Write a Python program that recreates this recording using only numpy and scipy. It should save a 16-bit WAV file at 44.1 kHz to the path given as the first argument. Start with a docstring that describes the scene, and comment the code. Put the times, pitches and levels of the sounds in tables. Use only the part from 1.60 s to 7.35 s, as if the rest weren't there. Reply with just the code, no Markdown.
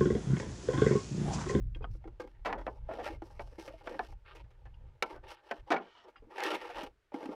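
"""Outdoors, wind rumbles and buffets the microphone from the start, then dies down, over a faint hiss of still air.
Light taps on gripped plastic, cardboard knocks and hand rubs come first; then a thin plastic tray clacks and clatters.
Near the end its rim sings faintly on the box edge, and the tray scrapes down into the box among the last knocks.
Blows ring each object's own tones over a noisy crack; rubs send tiny slips through the box's tones.
The wind is low filtered noise."""
import sys
import numpy as np
from scipy import signal
from scipy.fft import rfft, irfft
from scipy.io import wavfile

SR = 44100
rng = np.random.default_rng(int(sys.argv[2]) if len(sys.argv) > 2 else 0)


def inscribe(sig):
    """Save sig as 16-bit PCM at rate SR to the path in sys.argv[1].

    A 1-D sig is mono; a 2-D sig holds one channel per row.
    Samples are clipped to [-1, 1] before scaling.
    """
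    pcm = np.round(np.clip(np.atleast_2d(sig).T, -1, 1) * 32767)
    wavfile.write(sys.argv[1], SR, pcm.astype(np.int16))


N = 253559
TIME = np.arange(N) / SR

# pitch ranges from thud to tick: low_hz [Hz], high_hz [Hz]
TONE_BANDS = [(170, 420), (420, 1100), (1100, 2900), (2900, 6500), (6500, 15000)]
# tones of the box's air space and panels: pitch_hz [Hz], width_hz [Hz], relative level_db [dB]
BOX_TONES = [(314, 20, 1.5), (397, 52.5, 3.5), (492, 48, 6), (563, 90, 4), (623, 59, -16), (816, 54, 6),
             (955, 110, 4), (1032, 42, -21), (1224, 97, -2), (1382, 60, -3.5), (1592, 39, -7.5),
             (1840, 210, -1), (2150, 86, -6), (2393, 650, -1.5), (3330, 46, -16.5), (2917, 640, -6),
             (3920, 92, -47.5)]
ATTACK_S = .025  # the part of a blow whose loudness is set
PLASTIC_BASS_DB_PER_OCT = 9  # fall below the ring


def undb(db):
    """Turn decibels into a gain."""
    return 10 ** (np.asarray(db) / 20)


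def unit(x):
    """Scale to an average (rms) strength of 1."""
    return x / np.sqrt(np.mean(x ** 2))


def band(x, lo_hz, hi_hz, order=3):
    """Keep only the pitches between two limits."""
    limits_hz = [lo_hz, min(hi_hz, .45 * SR)]
    return signal.sosfilt(signal.butter(order, limits_hz, "band", fs=SR, output="sos"), x)


def colour(x, points, size=2048):
    """Filter through (Hz, dB) points, reacting as early as possible (minimum phase)."""
    hz, db = np.transpose(points)
    grid = np.maximum(np.arange(size // 2 + 1) * SR / size, 1)
    cepstrum = irfft(np.log(undb(np.interp(np.log(grid), np.log(hz), db))))
    # folding the cepstrum forward puts the response after time zero
    cepstrum[1:size // 2] *= 2
    cepstrum[size // 2 + 1:] = 0
    response = irfft(np.exp(rfft(cepstrum)))
    return signal.fftconvolve(x, response)[:len(x)]


def walk(rate):
    """Wander at random with a spread near 1, taking rate steps per second."""
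    steps = rng.standard_normal(int(N / SR * rate) + 4)
    return np.interp(TIME * rate, np.arange(len(steps)), steps) * np.sqrt(3 / 2)


def wind():
    """Eddies at the microphone: a deep rumble and lighter buffeting above it, swelling with each gust."""
    # the breeze dies down: time_s [s], strength_db [dB, before the rumble and buffet levels]
    breeze = [(0, -31.5), (.35, -39.5), (.65, -56), (1.2, -50.5), (2.3, -57), (3.3, -59.5), (3.8, -78),
              (4.5, -81), (5.75, -74)]
    # gusts on top of it: peak_s [s], half_length_s [s], strength_db [dB, before those levels]
    gusts = [(0.045, 0.054, -31), (0.324, 0.055, -41.5), (0.81, .03, -48), (1.02, 0.091, -47),
             (1.241, 0.061, -40.5), (1.568, 0.075, -43.5), (1.816, 0.11, -44.5), (2.534, 0.049, -44),
             (2.663, .1, -63), (2.832, 0.055, -46), (3.079, 0.097, -46), (3.248, 0.096, -45.5),
             (3.622, 0.083, -49.5), (4.034, 0.04, -50.5), (4.633, 0.045, -55.5), (5.22, 0.12, -57)]
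    rumble_db, buffet_db = -2, -12  # relative to the strength
    strength = undb(np.interp(TIME, *np.transpose(breeze)))
    for peak_s, half_length_s, strength_db in gusts:
        gust = undb(strength_db) * np.exp(-((TIME - peak_s) / half_length_s) ** 2)
        strength = np.hypot(strength, gust)
    rumble = unit(band(rng.standard_normal(N), 22, 58))
    buffet_points = [(45, -20), (80, -4), (115, 0), (150, -15), (240, -28), (500, -48), (2000, -80)]
    buffet = unit(colour(rng.standard_normal(N), buffet_points, size=8192))
    return strength * (undb(rumble_db) * rumble + undb(buffet_db) * buffet)


def still_air():
    """Steady faint noise of still outdoor air."""
    # its tone: pitch_hz [Hz], relative level_db [dB per Hz]
    air_tone = [(60, -10.5), (110, -12), (220, -27.5), (400, -14), (800, -24.5), (1500, -20), (4300, -32.5),
                (15000, -48.5)]
    return undb(-78.0) * unit(colour(rng.standard_normal(N), air_tone))


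def fade(t, t60):
    """Die away steadily, 60 dB down after t60 seconds."""
    return np.exp(-np.log(1000) * t / t60)


def ring(t, hz, t60):
    """Sound one tone of a struck object."""
    return np.sin(2 * np.pi * hz * t) * fade(t, t60)


def contact(t, clatter_s, rate, chatter):
    """A first touch, then a spatter of more; the longer the edges skid, the more of the energy it holds."""
    touches = (rng.random(len(t)) < rate / SR) * rng.standard_normal(len(t))
    spatter = touches * np.sqrt(t / clatter_s) * np.exp(-t / clatter_s)
    push = spatter / np.sqrt(np.sum(spatter ** 2) + 1e-12) * chatter * clatter_s
    push[0] += 1
    return push


def crackle(push, grain, t60, damping, tilt_db):
    """Countless close tones heard as noise: every touch tops up their energy, and the treble dies first."""
    out = 0
    for k, (low_hz, high_hz) in enumerate(TONE_BANDS):
        band_t60 = t60 * (TONE_BANDS[2][0] / low_hz) ** damping
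        keep = fade(1 / SR, band_t60) ** 2  # share of energy left after one sample
        energy = signal.lfilter([1], [1, -keep], push ** 2 + 1e-18)
        out = out + undb(k * tilt_db) * unit(grain[k] * np.sqrt(energy))
    return unit(out)


def attack_levels(db, dullness, ring_hz, colour_db, bass_db):
    """Fall from the ring to the bass and, the softer the contact, to the treble; the material colours it."""
    octaves = np.log2(np.sqrt(np.prod(TONE_BANDS, axis=1)) / ring_hz)
    treble_fall_db = dullness * np.maximum(octaves, 0)
    return db + np.array(colour_db) - treble_fall_db + bass_db * np.minimum(octaves, 0)


def weigh(x, band_db, size=2048):
    """Give a blow's attack its level in each band."""
    centres = [np.sqrt(lo * hi) for lo, hi in TONE_BANDS]
    hz = np.arange(size // 2 + 1) * SR / size
    for _ in range(2):  # the second pass corrects the first
        power = 2 * np.abs(rfft(x[:int(ATTACK_S * SR)], size)) ** 2 / (size * ATTACK_S * SR)
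        have_db = [10 * np.log10(power[(hz >= lo) & (hz < hi)].sum()) for lo, hi in TONE_BANDS]
        x = colour(x, list(zip(centres, np.subtract(band_db, have_db))), size=1024)
    return x


def blows(table, modes, colour_db, bass_db, crack, crack_t60, damping, own_ring, own_t60, rate, chatter, rise_s):
    """Each blow rings the object's tones in a new mix, over a noisy crack."""
    out = np.zeros(N + SR)
    t = np.arange(SR // 5) / SR
    rings = np.array([undb(db) * ring(t, hz, t60) for hz, db, t60 in modes])
    grain = np.array([band(rng.standard_normal(N + SR), lo, hi) for lo, hi in TONE_BANDS])
    # small panels radiate little bass
    radiation = signal.butter(3, [185, 13500], "band", fs=SR, output="sos")
    for start_s, level_db, dullness, clatter_s, ring_hz in table:
        start = int(start_s * SR)
        span = slice(start, start + len(t))
        push = contact(t, clatter_s, rate, chatter)
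        mix = rng.standard_normal(len(modes)) @ rings
        shell = unit(signal.fftconvolve(push, mix)[:len(t)])
        noise = crackle(push, grain[:, span], crack_t60, damping, tilt_db=-2)
        hit = unit(shell + crack * noise)
        # the panel that takes the blow rings loudest, and for longer under a dragging contact
        hit = hit + own_ring * unit(ring(t, ring_hz, own_t60 + 2 * clatter_s))
        # bending waves take a moment to spread
        hit = signal.sosfilt(radiation, hit * (1 - np.exp(-t / rise_s)))
        out[span] += weigh(hit, attack_levels(level_db, dullness, ring_hz, colour_db, bass_db))
    return out[:N]


def taps():
    """Fingers grip the plastic and deaden it, so light taps make short clean clicks."""
    # light taps: start_s [s], level_db [dB at the ring, before colour],
    # dullness [dB per octave above the ring], clatter_s [s], ring_hz [Hz]
    tap_hits = [(.148, -54.5, 8, .002, 2710), (.224, -65, 2, 0.0066, 910), (.242, -41.5, 8, 0.0032, 818),
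                (3.142, -71, 10, .003, 2950), (4.558, -56.5, 9, 0.0096, 1360)]
    # tones of gripped plastic: pitch_hz [Hz], relative level_db [dB], t60_s [s]
    tap_tones = [(785, 0, 0.056), (1110, -1, 0.046), (1245, -7, 0.043), (1533, -3.5, 0.033),
                 (1726, -17.5, 0.032), (2160, -14.5, 0.04), (2486, -6.5, 0.044), (2810, -5, .04),
                 (3240, 2.5, 0.031), (4500, -19, 0.035), (4900, -11.5, 0.066)]
    # colour of the material: level_db [dB], one for each tone band
    tap_colour = [1, -3, 3.5, -0.5, -24.5]
    return blows(tap_hits, tap_tones, tap_colour, PLASTIC_BASS_DB_PER_OCT, crack=0.48, crack_t60=0.022,
                 damping=.5, own_ring=0.55, own_t60=0.014, rate=1200, chatter=330, rise_s=0.00058)


def box():
    """Cardboard: dull, quickly damped knocks; the wider a tone, the sooner it dies."""
    # knocks: start_s [s], level_db [dB at the ring, before colour],
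    # dullness [dB per octave above the ring], clatter_s [s], ring_hz [Hz]
    box_hits = [(.158, -54.5, 6.5, 0.0069, 300), (.207, -48.5, 10.5, 0.023, 436),
                (.349, -60, 7, 0.0022, 324), (.441, -59, 9.5, 0.0026, 774), (.453, -47, 12, 0.003, 335),
                (.475, -50, 7.5, 0.0048, 348), (.598, -41, 6.5, 0.014, 498), (.64, -45.5, 17, 0.013, 500),
                (.674, -62.5, 5, .002, 497), (.978, -45.5, 8, 0.017, 560), (1.289, -40, 12.5, 0.017, 639),
                (1.31, -44, 14.5, 0.0034, 670), (1.336, -48.5, 6, .004, 460),
                (1.385, -43.5, 14, 0.016, 698), (1.392, -45.5, 8, 0.014, 746),
                (1.414, -49, 19.5, .006, 720), (1.462, -41, 6, .008, 597), (1.5, -45, 12, .018, 326),
                (1.62, -43, 8, .003, 330), (1.703, -62, 11.5, .006, 820), (1.923, -59.5, 10, 0.0068, 507),
                (1.983, -44, 13, 0.0018, 336), (2.077, -46.5, 5.5, 0.0079, 529),
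                (2.103, -51, 21.5, 0.0028, 580), (2.136, -51, 34, 0.0047, 650),
                (2.209, -57.5, 12, 0.0047, 817), (2.31, -43.5, 11.5, 0.019, 488),
                (2.343, -45, 9.5, 0.0036, 536), (2.525, -61, 12, 0.0023, 800), (2.75, -59, 3, 0.013, 472),
                (3.238, -67, 17, 0.019, 513), (4.48, -65, 4, 0.011, 486), (4.622, -57.5, 12.5, 0.017, 448),
                (4.668, -60, 10, 0.022, 313), (4.782, -45, 6, .003, 790), (4.853, -37.5, 5.5, 0.013, 379),
                (4.922, -38, 8, 0.011, 378), (4.94, -46, 2.5, 0.0096, 337), (5.098, -49.5, 6.5, .01, 710),
                (5.232, -47.5, 3, .005, 283), (5.519, -53.5, 10, .005, 582), (5.542, -39, 7, 0.0014, 282),
                (5.628, -45.5, 6, 0.0069, 309), (5.656, -44, 5.5, 0.0031, 279),
                (5.69, -39, 10.5, 0.0032, 307)]
    # colour of the material: level_db [dB], one for each tone band
    box_colour = [1.5, 2.5, 2.5, -0.5, -4]
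    modes = [(hz, db, np.log(1000) / (np.pi * width)) for hz, width, db in BOX_TONES]
    return blows(box_hits, modes, box_colour, bass_db=10.5, crack=0.38, crack_t60=0.039, damping=0.99,
                 own_ring=1.01, own_t60=0.072, rate=1800, chatter=156, rise_s=0.00093)


def stroke(start, length):
    """A touch that presses in, holds and lifts off."""
    attack_s, release_s = 0.018, 0.026
    t = TIME - start
    return np.clip(np.minimum(t / attack_s, (length - t) / release_s), 0, 1)


def stroke_gains():
    """Body, rasp and hiss of single strokes of hand and tray, which ease off as they go."""
    # strokes on cardboard: start_s [s], length_s [s], rasp_db [dB, before rubbing's trim],
    # body_db [dB relative to the rasp], hiss_db [dB relative to the rasp]
    strokes = [(.3, 0.086, -75.5, 1, 4.5), (.67, 0.074, -72.5, 0, -8), (.86, 0.12, -64, 16, -13),
               (.98, 0.22, -74.5, 19.5, -3.5), (1.28, 0.24, -58.5, 11, -12), (1.423, 0.072, -48, 0, -9),
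               (1.48, 0.097, -60.5, 10, -8.5), (1.62, 0.37, -72, 11.5, 1), (1.788, 0.051, -63.5, 2, -5),
               (1.978, 0.11, -59.5, 3.5, -2), (2.07, 0.18, -66.5, 1, -9.5), (2.229, 0.21, -62, 10.5, -6.5),
               (2.39, 0.096, -61, -10, -7), (2.479, 0.068, -68, 11, -1.5), (2.647, 0.099, -56.5, -7.5, -23),
               (2.72, 0.11, -64, 4.5, -14.5), (2.84, .24, -83.5, 8.5, -20), (3.22, 0.11, -80.5, 7, -26),
               (3.449, 0.14, -61.5, 12, -10), (3.623, 0.076, -59, 9, -17), (3.675, .085, -52.5, 0.5, -8.5),
               (3.73, 0.092, -62, -1, -25), (3.828, 0.19, -62, 3.5, -13), (4.06, .06, -65, 9.5, -12),
               (4.201, 0.12, -66, 7.5, -20), (4.431, 0.085, -73.5, 15.5, -25),
               (5.528, 0.23, -58.5, 15, -10), (5.67, 0.093, -71, 20, -9)]
    sag_db_per_s = 15.5
    out = np.zeros((3, N))
    for start_s, length_s, rasp_db, body_db, hiss_db in strokes:
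        sag = undb(-sag_db_per_s * np.clip(TIME - start_s, 0, length_s))
        levels = undb([rasp_db + body_db, rasp_db, rasp_db + hiss_db])
        out = np.hypot(out, np.outer(levels, stroke(start_s, length_s) * sag))
    return out


def holding_gains():
    """Body, rasp and hiss of fingers that keep shifting while they hold the box."""
    start_s, end_s = .4, 4.7
    fidget = stroke(start_s, end_s - start_s) * undb(2 * walk(rate=15))
    return np.outer(undb([-74, -84.5, -100]), fidget)  # dB, before rubbing's trim


def slide_gains():
    """Body, rasp and hiss as the tray slides down into the box: pressing harder brightens the sound."""
    # the slide: time_s [s], pressure_db [dB, before the jerks]
    slide_path = [(4.689, -78), (4.76, -54), (4.85, -40.5), (4.93, -40), (5.0, -52), (5.13, -55.5),
                  (5.17, -47.5), (5.21, -52), (5.269, -59.5), (5.34, -100)]
    firm_pressure_db = -41
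    # each layer: dB at firm pressure (before rubbing's trim), dB per dB of pressure
    body, rasp, hiss = (-38.5, 0.69), (-40, 1.02), (-53, 0.93)
    time_s, pressure_db = np.transpose(slide_path)
    # the pressure jerks as the rim catches
    jerks_db = 1 * walk(rate=60)
    pressure = np.interp(TIME, time_s, pressure_db) - firm_pressure_db + jerks_db
    slide = np.array([undb(firm_db + growth * pressure) for firm_db, growth in (body, rasp, hiss)])
    return slide * stroke(time_s[0], time_s[-1] - time_s[0])


def slips(rate, spread_db):
    """Dense stick-slip clicks of fine contact points, mostly small and now and then large."""
    size = undb(spread_db * np.minimum(rng.exponential(size=N), 5))
    return unit((rng.random(N) < rate / SR) * rng.choice([-1, 1], N) * size)


def rubbing():
    """Slips drive the box's tones; the finest of them hiss straight from the surface."""
    body, rasp, hiss = np.hypot(np.hypot(stroke_gains(), holding_gains()), slide_gains())
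    # the contact catches and lets go many times a second
    grip = undb(2.2 * walk(rate=70))
    drive = grip * (slips(rate=2400, spread_db=3.6) + .5 * rng.standard_normal(N))
    hollow = 0
    for pitch_hz, width_hz, level_db in BOX_TONES:
        # as the point of contact moves, each tone comes and goes
        reach = undb(3.3 * walk(rate=22))
        mode = signal.lfilter(*signal.iirpeak(pitch_hz, pitch_hz / width_hz, fs=SR), drive * reach)
        hollow = hollow + rng.choice([-1, 1]) * undb(level_db) * unit(mode)
    hollow = unit(hollow) + .38 * drive
    low = unit(band(hollow, 240, 1050, order=4))
    middle = unit(band(hollow, 1300, 3500))
    surface_points = [(2500, -40.5), (4000, -1.5), (5500, 5.0), (6800, -6.0), (11500, -9.0), (15500, -20.5)]
    surface = unit(colour(drive, surface_points))
    # the trim of the three layers, in dB
    return undb(-1.5) * body * low + undb(-0.25) * rasp * middle + undb(-2.9) * hiss * surface


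def tray():
    """Thin stiff plastic: bright clacks with a short hollow ring."""
    # clacks: start_s [s], level_db [dB at the ring, before colour],
    # dullness [dB per octave above the ring], clatter_s [s], ring_hz [Hz]
    tray_hits = [(.849, -43.5, 3, 0.013, 776), (.858, -36, 4.5, 0.0074, 570), (.888, -38, 9, 0.016, 766),
                 (.927, -37, 6, 0.003, 787), (.938, -44, 14, 0.015, 792), (1.066, -37.5, 6.5, 0.00039, 520),
                 (1.077, -39, 12.5, 0.0024, 765), (1.794, -41, 7, 0.0028, 564),
                 (2.272, -41, 4.5, 0.0019, 500), (2.392, -33.5, 7.5, 0.00053, 745),
                 (2.842, -74, 2.5, 0.0041, 483), (2.905, -78.5, -1, 0.0056, 745),
                 (3.054, -60, 4, 0.0075, 513), (3.424, -35, 0.27, 0.0032, 479),
                 (3.54, -51.5, 12.5, 0.015, 875), (3.911, -36.5, 4, 0.0034, 560),
                 (4.104, -29, 4, 0.0059, 315), (4.117, -30, 4, 0.0069, 672), (4.14, -34, 7.5, 0.004, 786),
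                 (4.16, -38.5, 9.5, .009, 1424), (4.177, -43, 12, 0.014, 770), (4.351, -60, 10, 0.039, 970),
                 (4.804, -45, 1, 0.0015, 794), (4.836, -45.5, -3.5, 0.0028, 1880),
                 (5.168, -42, 9, 0.014, 865)]
    # tones of the tray's shell: pitch_hz [Hz], relative level_db [dB], t60_s [s]
    tray_tones = [(197, -8, .13), (307, -7, .17), (468, -6, .16), (630, -6, .13), (684, -3, .13),
                  (797, 0, .12), (885, -4, .11), (1023, -4, .08), (1222, -3, .08), (1340, -4, .075),
                  (1520, -5, .08), (1735, -1, .07), (1915, 0, .06), (2274, 1, .05), (2606, -3, .04),
                  (2950, -5, .04), (3500, -7, .03), (4300, -9, .025), (5090, -11, .02)]
    # colour of the material: level_db [dB], one for each tone band
    tray_colour = [-3, 0.5, 2.5, -5.5, -17.5]
    return blows(tray_hits, tray_tones, tray_colour, PLASTIC_BASS_DB_PER_OCT, crack=1.68, crack_t60=0.039,
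                 damping=0.85, own_ring=0.47, own_t60=0.067, rate=2400, chatter=240, rise_s=0.00028)


def rim():
    """The tray's rim drags on the box edge: fine slips keep a few of its tones singing faintly."""
    # tones of the rim: pitch_hz [Hz], width_hz [Hz], relative level_db [dB]
    rim_tones = [(964, 52, 0), (1300, 180, -3), (1860, 55, -3), (2260, 73, -8), (2960, 200, -1),
                 (5360, 60, -20)]
    drive = slips(rate=3000, spread_db=2)
    song = 0
    for pitch_hz, width_hz, level_db in rim_tones:
        tone = unit(signal.lfilter(*signal.iirpeak(pitch_hz, pitch_hz / width_hz, fs=SR), drive))
        song = song + undb(level_db + 3 * walk(rate=18)) * tone
    return undb(-66) * stroke(start=4.2, length=.27) * unit(band(song, 700, 5800))


def yard(x, t60, wet_db):
    """Faint scatter from the ground and nearby trees, as a short tail of fading noise."""
    t = np.arange(SR) / SR
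    tail_points = [(150, -26.0), (400, 4.5), (2800, 10.5), (6000, 6.0), (12000, -26.5)]
    tail = colour(rng.standard_normal(SR), tail_points)
    tail *= fade(t, t60) * (1 - np.exp(-t / 0.022))
    return x + undb(wet_db) * signal.fftconvolve(x, tail / np.sqrt(np.sum(tail ** 2)))[:N]


def scene():
    """Handling sounds in the open air, with wind."""
    handling = taps() + box() + rubbing() + tray() + rim()
    return (yard(handling, t60=0.16, wet_db=-37) + wind() + still_air())[None]


def record(dry):
    """The recorder cuts the top, above 15800 Hz."""
    return signal.sosfilt(signal.ellip(8, .2, 70, 15800, fs=SR, output="sos"), dry)


dry = scene()
out = record(dry)
inscribe(out)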